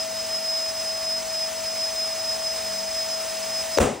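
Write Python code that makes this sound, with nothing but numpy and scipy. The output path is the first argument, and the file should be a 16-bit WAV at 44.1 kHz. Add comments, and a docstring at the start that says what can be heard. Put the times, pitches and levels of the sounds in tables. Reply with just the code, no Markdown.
"""In a small furnished room, an electric balloon pump runs on a table: its motor whines,
air rushes through it and the nozzle gives a wavering whistle. Near the end the overfilled
balloon rips and bursts. The walls throw the bang back and the room booms. The phone's
limiter, an automatic volume control, turns the pump down along with the bang."""
import sys
import numpy as np
from scipy import signal
from scipy.fft import rfft, irfft
from scipy.io import wavfile
from scipy.ndimage import uniform_filter1d, minimum_filter1d

SR = 44100
rng = np.random.default_rng(int(sys.argv[2]) if len(sys.argv) > 2 else 0)


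def materialize(psi):
    """Save the field psi as 16-bit PCM at rate SR to the path in sys.argv[1].

    A 1-D psi becomes a single channel; in a 2-D psi each row is a channel.
    """
    bounded = np.clip(np.atleast_2d(psi).T, -1, 1)
    quanta = np.round(bounded * 32767).astype(np.int16)
    wavfile.write(sys.argv[1], SR, quanta)


N = 176400

BURST_S = 3.7852
# Left-right differences of the sound. From 10.6 to 13.3 kHz the sides are set opposite,
# so that treble vanishes from the centre.
# Columns: pitch_hz, left_lead_rad, left_minus_right_db, likeness (0 to 1)
SIDE_DIFFERENCES = [(100, 0, .8, .99), (250, 0, 3.5, .95), (480, 0, 6, .72), (750, -.6, 4, .66),
                    (1200, -.15, 0, .75), (1700, 0, 0, .98), (5400, 0, 0, .98), (6100, -.65, 0, .88),
                    (8000, -1.6, 0, .75), (9800, -2.5, 0, .8), (10600, -3.13, 0, .999),
                    (13300, -3.15, 0, .999), (14300, -3.4, 0, .75), (15500, -4.3, 0, .75)]


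def burst(t):
    """The rubber parts with two cracks and snaps; the freed air thumps and rings, falling in pitch."""
    # The rubber giving way. Columns: start_s, crack_db, snap_db
    breaks = [(3.7851, 9.5, 5), (3.787, -3, 1.5)]
    crack_s, snap_fade_s = 0.00049, 0.0011
    cracks = 0
    for start, crack_db, snap_db in breaks:
        age = np.maximum(t - start, 0)
        crack = undb(crack_db) * (1 - 2 * age / crack_s) * (age < crack_s)  # shaped like the letter N
        snap = undb(snap_db) * np.exp(-age / snap_fade_s) * rng.standard_normal(N)
        cracks = cracks + (t >= start) * (crack + snap)
    age = np.maximum(t - BURST_S, 0)
    start_hz, end_hz, glide_s, ring_s = 1760, 463, 0.00076, 0.0059
    cycles = end_hz * age + (start_hz - end_hz) * glide_s * (1 - np.exp(-age / glide_s))
    ring = -undb(8) * np.sin(2 * np.pi * cycles) / (1 + (age / ring_s) ** 6)
    thump = undb(0.5) * air_push(age, fade_s=0.0018)
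    return irfft(to_sides(rfft(cracks + ring + thump)), N)


def rip(t):
    """A split races through the rubber, which flaps and hisses just before the bang."""
    # Tones of the flapping rubber. Columns: pitch_hz, peak_db
    flap_tones = [(570, -15.5), (310, -21)]
    peak_s, rise_s, fade_s = 3.7763, 0.003, 0.004
    age = t - peak_s
    from_peak = np.where(age < 0, age / rise_s, age / fade_s)
    swell = 1 / np.cosh(np.clip(from_peak, -50, 50)) ** 2
    flap = sum(undb(db) * np.cos(2 * np.pi * hz * age) for hz, db in flap_tones)
    treble_cut = signal.butter(6, 7500, fs=SR, output="sos")
    hiss = unit(signal.sosfilt(treble_cut, rng.standard_normal(N)))
    return swell * (pan(13) * flap + undb(-23) * hiss)


def nozzle_whistle(t):
    """Air whistles in the nozzle on a nearly steady pitch, and weakens as the balloon gives way."""
    # How the whistle swells and fades. Columns: time_s, level_db
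    swells = [(0.0, -27), (0.08, -39), (0.2, -31), (0.265, -39.5), (0.345, -26.5), (0.41, -34),
              (0.5, -25.5), (0.71, -31.5), (0.732, -46), (0.765, -33), (0.8, -29), (0.835, -35),
              (0.88, -29.5), (0.98, -35.5), (1.14, -26.5), (1.18, -30), (1.24, -42), (1.34, -33),
              (1.43, -26.5), (1.49, -33), (1.52, -67), (1.565, -32), (1.61, -42), (1.67, -29.5),
              (1.77, -33.5), (1.81, -27.5), (1.85, -25.5), (1.92, -38.5), (2.0, -26.5), (2.15, -33),
              (2.18, -36.5), (2.23, -31), (2.3, -26), (2.34, -29), (2.38, -39.5), (2.47, -27),
              (2.62, -38.5), (2.68, -30.5), (2.74, -34.5), (2.79, -29.5), (2.85, -38), (2.89, -38),
              (2.91, -34.5), (3.01, -28), (3.09, -34), (3.13, -30), (3.21, -33), (3.245, -44), (3.29, -34),
              (3.44, -39.5), (3.57, -29.5), (3.61, -28.5), (3.64, -39), (3.72, -40), (3.75, -27.5),
              (3.77, -34)]
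    pitch_hz, rise_hz_per_s, wander_hz, jitter_hz = 5091.5, 2, 3.42, 3.47
    drop_at_s, drop_takes_s, drop_db = 3.764, 0.006, 8
    hz = pitch_hz + rise_hz_per_s * t + wander_hz * wobble(40.1) + jitter_hz * wobble(300)
    db = np.interp(t, *np.array(swells).T) + 0.4 + 0.43 * wobble(90)
    db = db - drop_db * np.clip((t - drop_at_s) / drop_takes_s, 0, 1)
    return np.sqrt(2) * undb(db) * np.sin(2 * np.pi * np.cumsum(hz) / SR)


def motor_whine(t):
    """The spinning shaft makes one tone with faint higher ones; the room shifts the lowest leftward."""
    # The motor's tones. Columns: multiple (of the shaft's rate), level_db
    tones = [(1, -34.5), (2, -61), (3, -57.5), (7, -55.5), (12, -56.5)]
    shaft_hz, flutter_db, rise_db_per_s = 646.8, 0.4, 0.17
    angle = 2 * np.pi * np.cumsum(shaft_hz * (1 + 0.00034 * wobble(11.55))) / SR
    whine = 0
    for multiple, db in tones:
        left_lag_rad, sides = (1.42, pan(7)) if multiple == 1 else (0, 1)
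        level = np.sqrt(2) * undb(db + flutter_db * wobble(30))
        whine = whine + sides * level * np.sin(multiple * angle - np.array([[left_lag_rad], [0]]))
    return whine * undb(rise_db_per_s * (t - t.mean()))


def rushing_air(t):
    """Swirling air hisses and makes the parts ring, a little louder as the balloon pushes back."""
    # The tone colour of the rush. Columns: pitch_hz, relative_db
    colour = [(25, -93), (55, -79.5), (90, -75.5), (160, -84.5), (225, -82.5), (310, -79.5), (400, -79),
              (480, -74), (850, -72.5), (1250, -73), (1600, -75.5), (2200, -74.5), (3800, -75.5),
              (5550, -77), (7000, -73.5), (9300, -71.5), (10800, -79.5), (12000, -93.5), (14500, -71),
              (16000, -84)]
    # Where the housing, balloon and nozzle ring. Columns: pitch_hz, width_hz, level_db
    resonances = [(55.5, 6.9, -65.5), (793, 25, -54.5), (870, 12, -62), (905, 14, -56), (943, 14, -60),
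                  (1125, 16, -63), (1182, 9.8, -61), (1842, 25, -55.5), (2060, 60, -57), (2436, 40, -55.5),
                  (2780, 31, -59.5), (3046, 18, -63), (3870, 14, -61.5), (4290, 27, -57), (4560, 50, -59.5),
                  (5084, 80, -41.5), (6040, 55, -48.5), (6110, 170, -49.5), (6400, 57, -52.5),
                  (6540, 30, -59.5), (14524, 70, -56)]
    rush_db, flicker_db, rise_db_per_s = -33.5, 0.61, 0.47
    level = undb(rush_db + flicker_db * wobble(60))
    rush = level * unit(irfft(wide_noise() * close_reflections() * undb(spectrum(colour)), N))
    bin_hz = np.arange(N // 2 + 1) * SR / N
    peaks = sum(undb(db) * unit(1 / (1 + (1.56 * (bin_hz - hz) / width) ** 2))
                for hz, width, db in resonances)
    ringing = irfft(wide_noise() * peaks, N)
    return (rush + ringing) * undb(rise_db_per_s * (t - t.mean()))


def wall_slaps(t):
    """Ceiling and walls throw the bang back as separate dull thuds, each with a trace of the snap."""
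    # The first echoes. Columns: start_s, thud_db, snap_db
    echoes = [(3.8013, 4, -13), (3.803, 7, -19), (3.8094, 1.5, -4), (3.8184, 4, -15), (3.8296, 8, -9),
              (3.8365, 4, -16)]
    snap_fade_s = 0.0011
    slaps = 0
    for start, thud_db, snap_db in echoes:
        age = np.maximum(t - start, 0)
        thud = -undb(thud_db) * air_push(age, fade_s=0.00072)
        snap = undb(snap_db) * (t >= start) * np.exp(-age / snap_fade_s) * rng.standard_normal(N)
        slaps = slaps + thud + snap
    return irfft(to_sides(rfft(slaps)), N)


def room_boom(t):
    """Countless echoes of the bang blend, hold briefly and die away, each pitch at its own speed."""
    # How the room rings. Columns: pitch_hz, relative_db, fade_s (time to fall by 60 dB)
    bands = [(25, -60, .18), (52, -44, 0.3), (85, -44, .29), (130, -45.5, 0.37), (174, -48.5, 0.38),
             (240, -40.5, 0.37), (298, -49.5, 0.45), (423, -40, 0.4), (600, -47.5, 0.47), (840, -51, 0.52),
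             (1730, -61, 0.44), (2500, -61.5, 0.49), (4330, -70.5, 0.52), (8350, -62.5, 0.42),
             (12000, -76, 0.37), (16000, -69, 0.23)]
    delay_s, rise_s, hold_s = 0.014, 0.0036, 0.02
    age = t - BURST_S - delay_s
    echoes = wide_noise() * undb(spectrum(bands))
    echoes = echoes / np.std(irfft(echoes, N))
    boom = 0
    for hz, _, fade_s in bands:
        this_band = spectrum([(row[0], row[0] == hz) for row in bands])
        fade = undb(-60 * np.maximum(age - hold_s, 0) / fade_s)
        boom = boom + irfft(echoes * this_band, N) * fade
    early, late = np.clip(np.array([t - BURST_S, age]) / rise_s, 0, 1)
    return undb(1.27) * boom * np.maximum(late, undb(-12) * early)


def housing_hum(t):
    """The pump's housing hums on three fluttering tones; the lowest swells and fades."""
    # The two upper tones. Columns: pitch_hz, level_db, left_minus_right_db
    upper_tones = [(246.5, -58, 4), (1400, -59, -1.5)]
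    # Loudness of the lowest tone. Columns: time_s, level_db
    low_swells = [(0.0, -66), (0.15, -54.5), (0.55, -61), (0.8, -59.5), (1.35, -55.5), (2.15, -62),
                  (2.35, -53.5), (2.55, -57), (2.8, -47.5), (2.95, -60), (3.4, -53.5), (3.75, -56.5)]
    low_tone = (200, np.interp(t, *np.array(low_swells).T), 2.5)
    hum = 0
    for hz, db, side_db in upper_tones + [low_tone]:
        level = np.sqrt(2) * undb(db + 2 * wobble(8.75))
        hum = hum + pan(side_db) * level * np.sin(2 * np.pi * hz * t + 0.1 * wobble(6.4))
    return hum


def close_reflections(depth_db=1.5, width_hz=22):
    """Echoes from close by make some narrow bands of pitch louder and others softer."""
    span = int(width_hz * N / SR)
    bumps = uniform_filter1d(uniform_filter1d(rng.standard_normal(N // 2 + 1), span), span)
    return undb(depth_db * unit(bumps))


def wide_noise():
    """The spectrum of an even hiss that is only partly alike on the left and right."""
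    shared, apart = rfft(rng.standard_normal((2, N)))
    alike = np.clip(spectrum(SIDE_DIFFERENCES, column=3), 0, 1)
    opposite = apart * np.array([[1], [-1]])
    return to_sides(np.sqrt((1 + alike) / 2) * shared + np.sqrt((1 - alike) / 2) * opposite)


def to_sides(bins):
    """Give each pitch in a spectrum its own level and timing on the left and right."""
    sides = np.array([[1], [-1]]) / 2
    level = undb(sides * spectrum(SIDE_DIFFERENCES, column=2))
    return bins * level * np.exp(1j * sides * spectrum(SIDE_DIFFERENCES, column=1))


def air_push(age, fade_s):
    """One push of air followed by a weaker pull."""
    progress = age / fade_s
    return progress * (2 - progress) * np.exp(-progress)


def spectrum(table, column=1):
    """Spread one column of a table smoothly over all pitches."""
    rows = np.array(table, float)
    bin_hz = np.arange(N // 2 + 1) * SR / N
    return np.interp(np.log(bin_hz + 1e-3), np.log(rows[:, 0]), rows[:, column])


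def wobble(rate_hz):
    """A smooth random drift of typical size 1, with rate_hz new values a second."""
    span = max(int(SR / rate_hz), 1)
    steps = np.repeat(rng.standard_normal(N // span + 1), span)
    return unit(uniform_filter1d(uniform_filter1d(steps, span), span)[:N])


def pan(db):
    """Left and right gains that make the left side louder by db."""
    return undb(np.array([[db], [-db]]) / 2)


def undb(db):
    """Turn decibels into a gain to multiply by."""
    return 10 ** (np.asarray(db) / 20)


def unit(x):
    """Scale a signal to a typical size (rms) of 1."""
    return x / np.sqrt(np.mean(x ** 2))


def scene():
    """The pump runs throughout; the balloon bursts near the end."""
    t = np.arange(N) / SR
    pump = motor_whine(t) + housing_hum(t) + nozzle_whistle(t) + rushing_air(t)
    return pump + rip(t) + burst(t) + wall_slaps(t) + room_boom(t)


def record(dry):
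    """The bang overloads the microphone; a limiter turns the volume down, then slowly back up."""
    overload_db, ceiling_db, recovery_db_per_s, look_ahead_s = 12, -5, 5.5, 0.0017
    squashed = undb(overload_db) * np.tanh(dry / undb(overload_db))
    peak_db = 20 * np.log10(np.abs(squashed).max(axis=0) + 1e-9)
    needed_db = np.minimum(ceiling_db - peak_db, 0)
    recovery_db = recovery_db_per_s * np.arange(N) / SR
    held_db = np.minimum.accumulate(needed_db - recovery_db) + recovery_db
    span = 2 * int(look_ahead_s * SR / 2) + 1
    gain = undb(uniform_filter1d(minimum_filter1d(held_db, span), span))  # dips just ahead of a peak
    rumble_cut = signal.butter(3, 22, "highpass", fs=SR, output="sos")
    treble_cut = signal.ellip(10, .2, 80, 15800, fs=SR, output="sos")
    return signal.sosfilt(treble_cut, signal.sosfilt(rumble_cut, squashed * gain))


dry = scene()
out = record(dry)
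materialize(out)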